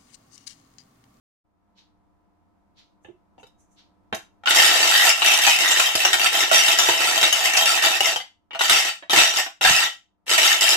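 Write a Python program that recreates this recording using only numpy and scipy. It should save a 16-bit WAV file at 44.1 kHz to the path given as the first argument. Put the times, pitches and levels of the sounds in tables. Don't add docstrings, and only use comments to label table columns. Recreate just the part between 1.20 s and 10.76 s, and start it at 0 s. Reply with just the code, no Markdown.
import sys
import numpy as np
from scipy import signal
from scipy.fft import rfft, irfft, next_fast_len
from scipy.io import wavfile
from scipy.ndimage import uniform_filter1d

SR = 44100
rng = np.random.default_rng(int(sys.argv[2]) if len(sys.argv) > 2 else 0)


def dump_mix(stems):
    frames = np.atleast_2d(stems).T
    limited = np.clip(frames, -1, 1)
    pcm = np.round(limited * 32767).astype(np.int16)
    wavfile.write(sys.argv[1], SR, pcm)


N = 421596

# start in s, rise in s, top clatter in dB, flight in s,
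# landing clatter in dB, air puff in dB.
TOSSES = [(7.478, 0.032, -12.5, .125, -20, -42), (7.902, 0.086, -12, 0.16, -16, -42.5),
          (8.41, 0.073, -12.5, 0.13, -18, -34)]
ROLL_DB = -27.5


def amp(db):
    return 10 ** (np.asarray(db) / 20)


def unit(x):
    return x / np.sqrt(np.mean(x ** 2) + 1e-20)


def along(points, hz):
    f, v = np.transpose(points)
    return np.interp(np.log(hz + 1), np.log(f + 1), v)


def add(track, start_s, sound):
    part = track[:, max(round(start_s * SR), 0):][:, :sound.shape[1]]
    part += sound[:, :part.shape[1]]


def filtered(x, response):
    size = next_fast_len(N + 8192, True)
    return irfft(rfft(x, size) * response(np.fft.rfftfreq(size, 1 / SR)), size)[..., :N]


def noise(spectrum):
    return unit(filtered(rng.standard_normal((2, N)), lambda hz: amp(along(spectrum, hz))))


def wobble(knots_per_s):
    knots = rng.standard_normal(int(N * knots_per_s / SR) + 2)
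    return np.interp(np.arange(N) * knots_per_s / SR, np.arange(len(knots)), knots)


def min_phase_pulse(spectrum, size=1024):
    cepstrum = irfft(np.log(amp(along(spectrum, np.fft.rfftfreq(size, 1 / SR)))))
    cepstrum[1:size // 2] *= 2
    cepstrum[size // 2 + 1:] = 0
    return irfft(np.exp(rfft(cepstrum)))


def swells(peaks, spectrum, rise_s, t60_s):
    t = np.arange(N) / SR
    level = np.zeros(N)
    for peak_s, db in peaks:
        onset = np.exp(-np.clip((peak_s - t) / rise_s, 0, 10) ** 2)
        level += onset * amp(db - 60 * np.clip(t - peak_s, 0, 2) / t60_s)
    return level * noise(spectrum)


def background(hum_db=-7.5):
    # time in s, level in dB.
    air_levels = [(0, -120), (.23, -120), (.25, -73.5), (.5, -66), (3.2, -63), (7.2, -71), (9, -74)]
    # frequency in Hz, relative density in dB.
    air_spectrum = [(25, -9), (50, -6.5), (95, 0), (135, -19.5), (190, 0.5), (250, -11.5), (300, -6),
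                    (400, -15), (900, -14), (1300, -21.5), (1600, -25.5), (3000, -36.5), (15000, -49)]
    # frequency in Hz, relative level in dB.
    hum_tones = [(301.5, -75.5), (699.8, -79), (909.8, -82), (1001, -81.5), (1200, -91.5), (1303, -87)]
    t = np.arange(N) / SR
    hum = sum(amp(db) * np.sin(2 * np.pi * hz * t + rng.uniform(0, 2 * np.pi)) for hz, db in hum_tones)
    level = amp(np.interp(t, *np.transpose(air_levels)))
    return level * (noise(air_spectrum) + amp(hum_db) * unit(hum))


def clock():
    # time in s, level in dB.
    ticks = [(.592, -56.5), (1.595, -54), (2.595, -55.5)]
    # frequency in Hz, relative density in dB.
    spectrum = [(300, -16), (1200, -1), (2300, 4), (3900, 13.5), (6500, 0), (8500, -16), (15000, -23)]
    return swells(ticks, spectrum, rise_s=0.022, t60_s=0.29)


def finger_brushes():
    # time in s, level in dB.
    strokes = [(1.85, -71), (2.21, -67), (2.41, -65), (2.53, -69)]
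    # frequency in Hz, relative density in dB.
    spectrum = [(1000, -21), (5000, -25.5), (6200, -2), (9000, -16.5), (15000, -33)]
    return swells(strokes, spectrum, rise_s=0.02, t60_s=0.27)


def air_puffs(lag_s=0.027):
    # frequency in Hz, relative density in dB.
    spectrum = [(20, -14), (55, -12.5), (110, -10), (250, -11.5), (1000, -69)]
    peaks = [(start_s + rise_s + lag_s, db) for start_s, rise_s, *_, db in TOSSES]
    return swells(peaks, spectrum, rise_s=0.051, t60_s=0.22)


def in_room(x, wet_db, build_s=0.0017):
    # frequency in Hz, T60 in s.
    decay = [(200, 0.13), (600, 0.2), (3000, 0.25), (7000, 0.24), (14000, 0.18)]
    hz, t, spectra = signal.stft(rng.standard_normal((2, SR // 3)), SR, nperseg=256)
    tail = signal.istft(spectra * amp(-60 * t / along(decay, hz)[:, None]), SR, nperseg=256)[1]
    tail *= 1 - np.exp(-(np.arange(tail.shape[1]) / SR / build_s) ** 2)
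    tail *= amp(wet_db) / np.linalg.norm(tail[0])
    tail[:, 0] += 1
    return signal.fftconvolve(x, tail, axes=1)


def ports(x):
    # frequency in Hz, left-right correlation.
    likeness = [(60, 0.68), (230, 0.49), (330, 0.56), (480, 0.7), (680, 0.35), (820, 0.42), (1050, -0.12),
                (1350, 0.12), (2000, 0.012), (15000, -0.027)]
    # frequency in Hz, left minus right in dB.
    balance = [(60, -4.5), (400, -7), (800, -1), (1100, -4), (1900, 1.5), (2600, 3), (7900, -.5),
               (8400, -11), (15000, -11)]

    def mid_side_gains(hz):
        angle = np.arccos(np.clip(along(likeness, hz), -1, 1)) / 2
        return np.array([np.cos(angle), np.sin(angle)])

    mid, side = filtered(x, mid_side_gains)
    left_right = np.array([mid + side, mid - side])
    return filtered(left_right, lambda hz: amp(np.outer([.5, -.5], along(balance, hz))))


def ringing(modes, t):
    hz, width_hz, db = np.transpose(modes)[:, :, None]
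    phase = rng.uniform(0, 2 * np.pi, (2, len(modes), 1))
    envelope = amp(db) * 2 * np.pi * width_hz / SR * np.exp(-np.pi * width_hz * t)
    return np.sum(envelope * np.sin(2 * np.pi * hz * t + phase), axis=1)


def contact(scrape_t60_s, shell_db, bowl_db, weight_db, sharp_db, own_modes=(), scatter_db=7.5):
    # frequency in Hz, width in Hz, relative peak in dB.
    bowl_modes = [(347.5, 42.3, 6), (661, 26, 4), (793, 120, -1), (1354, 52, 4.5), (1928, 44, 0),
                  (2294, 36, 4.5), (2728, 40, 9), (2983, 27, 4.5), (3627, 57, 7.5), (3835, 37, 9),
                  (4630, 42, 9), (4884, 49, 2), (5774, 38, 7.5), (7057, 57, 7.5), (7383, 61, 5),
                  (7774, 39, 10)]
    # frequency in Hz, relative level in dB.
    spectrum = [(40, -29), (100, -18.5), (210, -18), (340, -16.5), (500, -8.5), (740, 2), (1200, -2),
                (1900, -1.5), (2400, -4), (3000, 0.5), (4600, -7), (6100, -5), (8800, -16), (13500, -17.5),
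                (15500, -34)]
    t = np.arange(SR // 12) / SR
    scrape = rng.standard_normal((2, len(t))) * amp(-60 * t / scrape_t60_s)
    scrape /= np.linalg.norm(scrape, axis=1, keepdims=True)
    notes_hz = np.geomspace(2000, 13000, 9) * np.exp(.14 * rng.standard_normal(9))
    shell = [(hz, 90 * np.sqrt(hz / notes_hz[0]), shell_db + rng.normal(0, scatter_db))
             for hz in notes_hz]
    bowl = [(hz, width_hz, db + bowl_db + rng.normal(0, scatter_db)) for hz, width_hz, db in bowl_modes]
    tilt = [(340, weight_db), (1200, 0.0035), (3300, 0.012), (7500, sharp_db)]
    pulse = min_phase_pulse([(hz, db + along(tilt, hz)) for hz, db in spectrum])
    return signal.fftconvolve(scrape + ringing(shell + bowl + list(own_modes), t), pulse[None], axes=1)


def slide(start_s, length_s, stop_s, rise_s=0.0092, sag_db_per_s=11):
    age_s = np.arange(N) / SR - start_s
    settling = np.exp(-np.maximum(age_s - length_s, 0) / stop_s)
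    return np.clip(age_s / rise_s, 0, 1) * amp(-sag_db_per_s * np.abs(age_s)) * settling


def tumbling(swirl_rise_s=0.019, throw_db=7.5, thinning_db_per_s=76.5):
    # start in s, end in s.
    swirls = [(3.26, 6.93), (9.06, 14)]
    # start in s, length in s, effort in dB, weight in dB.
    slides = [(3.288, 0.02, -12.5, -5.5), (3.352, 0.33, -14.5, 0.5), (3.668, 0.24, -15, -3),
              (4.036, 0.16, -15, -2.5), (4.208, 0.16, -15.5, -7), (4.38, 0.16, -17.5, 0.5),
              (4.49, 0.18, -17.5, -5.5), (4.759, 0.074, -22.5, -10), (4.851, .035, -24, 1.5),
              (4.987, 0.088, -17, 2), (5.119, 0.12, -18, 0), (5.313, 0.22, -15, -2), (5.573, 0.24, -19, 2),
              (5.813, 0.17, -20, 2), (6.003, 0.08, -20, 1.5), (6.137, 0.22, -22, 2.5), (6.325, .1, -19, 1),
              (6.449, 0.14, -17.5, 0), (6.614, 0.16, -19, 1), (6.809, 0.086, -20.5, 1.5),
              (7.406, 0.061, -19.5, -5), (9.084, 0.072, -18.5, -1.5), (9.172, .17, -15.5, -6),
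              (9.4, 0.14, -15.5, -5.5)]
    toss_weight_db, toss_edge_db = -4, -2.5
    t = np.arange(N) / SR
    moves = []
    for start_s, end_s in swirls:
        rolling = np.clip((t - start_s) / swirl_rise_s, 0, 1) * (t < end_s)
        moves.append((amp(ROLL_DB) * rolling, 0, 0))
    for start_s, length_s, db, weight_db in slides:
        moves.append((amp(db) * slide(start_s, length_s, stop_s=.005), weight_db, 0))
    for start_s, rise_s, top_db, flight_s, landing_db, _ in TOSSES:
        top_s = start_s + rise_s
        drop_db = np.maximum(throw_db * (top_s - t) / rise_s, thinning_db_per_s * (t - top_s))
        throw = amp(top_db - drop_db) * ((t > start_s) & (t < top_s + flight_s))
        landing = amp(landing_db) * slide(top_s + flight_s, length_s=0.055, stop_s=0.0043)
        moves += [(throw, toss_weight_db, toss_edge_db), (landing, toss_weight_db / 2, toss_edge_db)]
    level, weight_db, edge_db = map(np.array, zip(*moves))
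    power = level ** 2
    total = power.sum(axis=0) + 1e-14
    return np.sqrt(total), weight_db @ power / total, edge_db @ power / total


def chinks(effort, median_hz=5940, t60_s=0.023, gain_db=-4, scatter_db=2.0, count=480):
    t = np.arange(SR // 25) / SR
    track = np.zeros((2, N))
    for i in rng.integers(N, size=count):
        hz = median_hz * np.exp(.2 * rng.standard_normal())
        note = np.sin(2 * np.pi * hz * t + rng.uniform(0, 2 * np.pi, (2, 1)))
        envelope = amp(gain_db + scatter_db * rng.standard_normal() - 60 * t / t60_s)
        add(track, i / SR, effort[i] * envelope * note)
    return track


def knocks(gain_db=18, chatter_s=.011, bounces=3, note_width_hz=45, note_db=15, max_sharp_db=7):
    # start in s, relative level in dB, weight in dB, sharpness in dB,
    # strongest note in Hz.
    hits = [(1.847, -33.5, 23, -50, 1740), (1.885, -30.5, 40, -29, 370), (2.18, -35.5, 29.5, -16, 850),
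            (2.197, -41, 24, -24, 910), (2.231, -34.5, 26.5, -5, 910), (2.268, -45, 8, 11, 5130),
            (2.927, -11, 17.5, -19, 1675), (2.947, -21, -0.5, 7, 1760), (3.236, -27.5, 10.5, -17, 820),
            (3.258, -9, -10.5, -11.5, 2840), (3.273, -1.5, -3.5, -17.5, 1466), (3.347, -6, -9, 7, 1740),
            (3.868, -8, 4.5, -6, 2260), (4.019, -2, -15.5, -12, 2700), (4.274, -0.5, -1.5, -5, 2490),
            (4.511, -3.5, -2, 5.5, 2970), (4.598, -2, -2.5, -2, 2570), (4.753, -4, 5.5, 8.5, 3120),
            (4.85, -0.5, -3, 0, 2790), (4.931, 0, -12, 1.5, 1880), (5.064, -5.5, -1, -7, 2000),
            (5.314, -1, 5, -2.5, 1410), (5.587, 0, -1, 4.5, 5860), (5.688, -2.5, 6.5, -3.5, 965),
            (6.029, 0, -6, -9.5, 2720), (6.126, -2.5, 4.5, 7, 6540), (6.373, -2, -0.5, 3, 2770),
            (6.806, -2.5, 6.5, 2.5, 2880), (6.96, -9.5, 3, 0.5, 3130), (7.002, -19, 2, -11, 2060),
            (7.308, -24.5, 3, -31, 2860), (7.332, -22.5, 8, -17, 2980), (7.349, -14.5, 3.5, -15.5, 1420),
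            (7.392, -10, -4, -1.5, 2730), (7.409, -3.5, -3, -4, 1450), (7.496, -1, -0.5, 5, 1330),
            (7.825, -27.5, 11, -31, 1720), (7.897, -8.5, 3.5, -4, 1310), (7.933, -2.5, 6.5, 1, 1870),
            (7.971, -2.5, 8, -5, 1880), (8.263, -19.5, 0, -20.5, 1465), (8.411, -11, 7, -11, 1380),
            (8.449, 1.5, -2.5, -11, 1664), (9.18, -1, -7, 2, 1897)]
    track = np.zeros((2, N))
    for start_s, db, weight_db, sharp_db, hz in hits:
        hit = contact(scrape_t60_s=0.049, shell_db=-13, bowl_db=-4.0, weight_db=weight_db,
                      sharp_db=min(sharp_db, max_sharp_db), own_modes=[(hz, note_width_hz, note_db)])
        landing = hit.copy()
        for lag_s in chatter_s * rng.random(bounces):
            add(landing, lag_s, .5 * hit * rng.choice([-1, 1]))
        landing = in_room(landing / np.linalg.norm(landing), wet_db=-4)
        add(track, start_s, amp(db + gain_db) * landing)
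    return track


def shelved(x, weight_db, sharp_db, low_hz=1100, high_hz=7500):
    low = signal.sosfiltfilt(signal.butter(2, low_hz, fs=SR, output="sos"), x, padtype=None)
    high = signal.sosfiltfilt(signal.butter(2, high_hz, "high", fs=SR, output="sos"), x, padtype=None)
    return x + (amp(weight_db) - 1) * low + (amp(sharp_db) - 1) * high


def clatter(effort, weight_db, edge_db, blows_per_s=560, shells=20, gain_db=1.0, rub_db=-21):
    # frequency in Hz, relative density in dB.
    rub_spectrum = [(2000, -15.5), (6000, -9), (9000, 6.5), (15000, -3)]
    uneven_db, size_db, turns_db, hardness_db = 2.08, 5.0, 6, 3.5
    effort = effort * amp(uneven_db * wobble(knots_per_s=35))
    blows = (rng.random(N) < blows_per_s / SR) * amp(size_db * rng.standard_normal(N))
    owner = rng.integers(shells, size=N)
    for k in range(shells):
        blows[owner == k] *= amp(turns_db * wobble(knots_per_s=22)[owner == k])
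    blows /= np.sqrt(np.abs(uniform_filter1d(blows ** 2, size=700)) + 1e-6)
    blows *= effort * amp(gain_db) * rng.choice([-1, 1], N)
    heap = np.zeros((2, N))
    for k in range(shells):
        own_weight_db, own_sharp_db = rng.normal(0, hardness_db, 2)
        hit = contact(scrape_t60_s=0.026, shell_db=10.0, bowl_db=3.0,
                      weight_db=own_weight_db, sharp_db=own_sharp_db)
        hit = in_room(hit, wet_db=1)
        hit /= np.linalg.norm(hit[0])
        heap += signal.oaconvolve((blows * (owner == k))[None], hit, axes=1)[:, :N]
    heap += effort * amp(rub_db) * noise(rub_spectrum)
    usual_effort_db, usual_sharp_db, sharp_db_per_db = -18.5, 3.5, 0.074
    effort_db = 20 * np.log10(np.maximum(effort, amp(ROLL_DB)))
    sharp_db = edge_db + usual_sharp_db + sharp_db_per_db * (effort_db - usual_effort_db)
    return shelved(heap, weight_db, sharp_db)


def scene():
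    effort, weight_db, edge_db = tumbling()
    bowl = clatter(effort, weight_db, edge_db) + knocks() + chinks(effort) + finger_brushes()
    return ports(bowl) + clock() + air_puffs() + background()


def record(dry):
    ceiling, cutoff_hz = .9, 15600
    rounded = dry / (1 + np.abs(dry / ceiling) ** 6) ** (1 / 6)
    return filtered(rounded, lambda hz: 1 / (1 + (hz / cutoff_hz) ** 120))


dry = scene()
out = record(dry)
dump_mix(out)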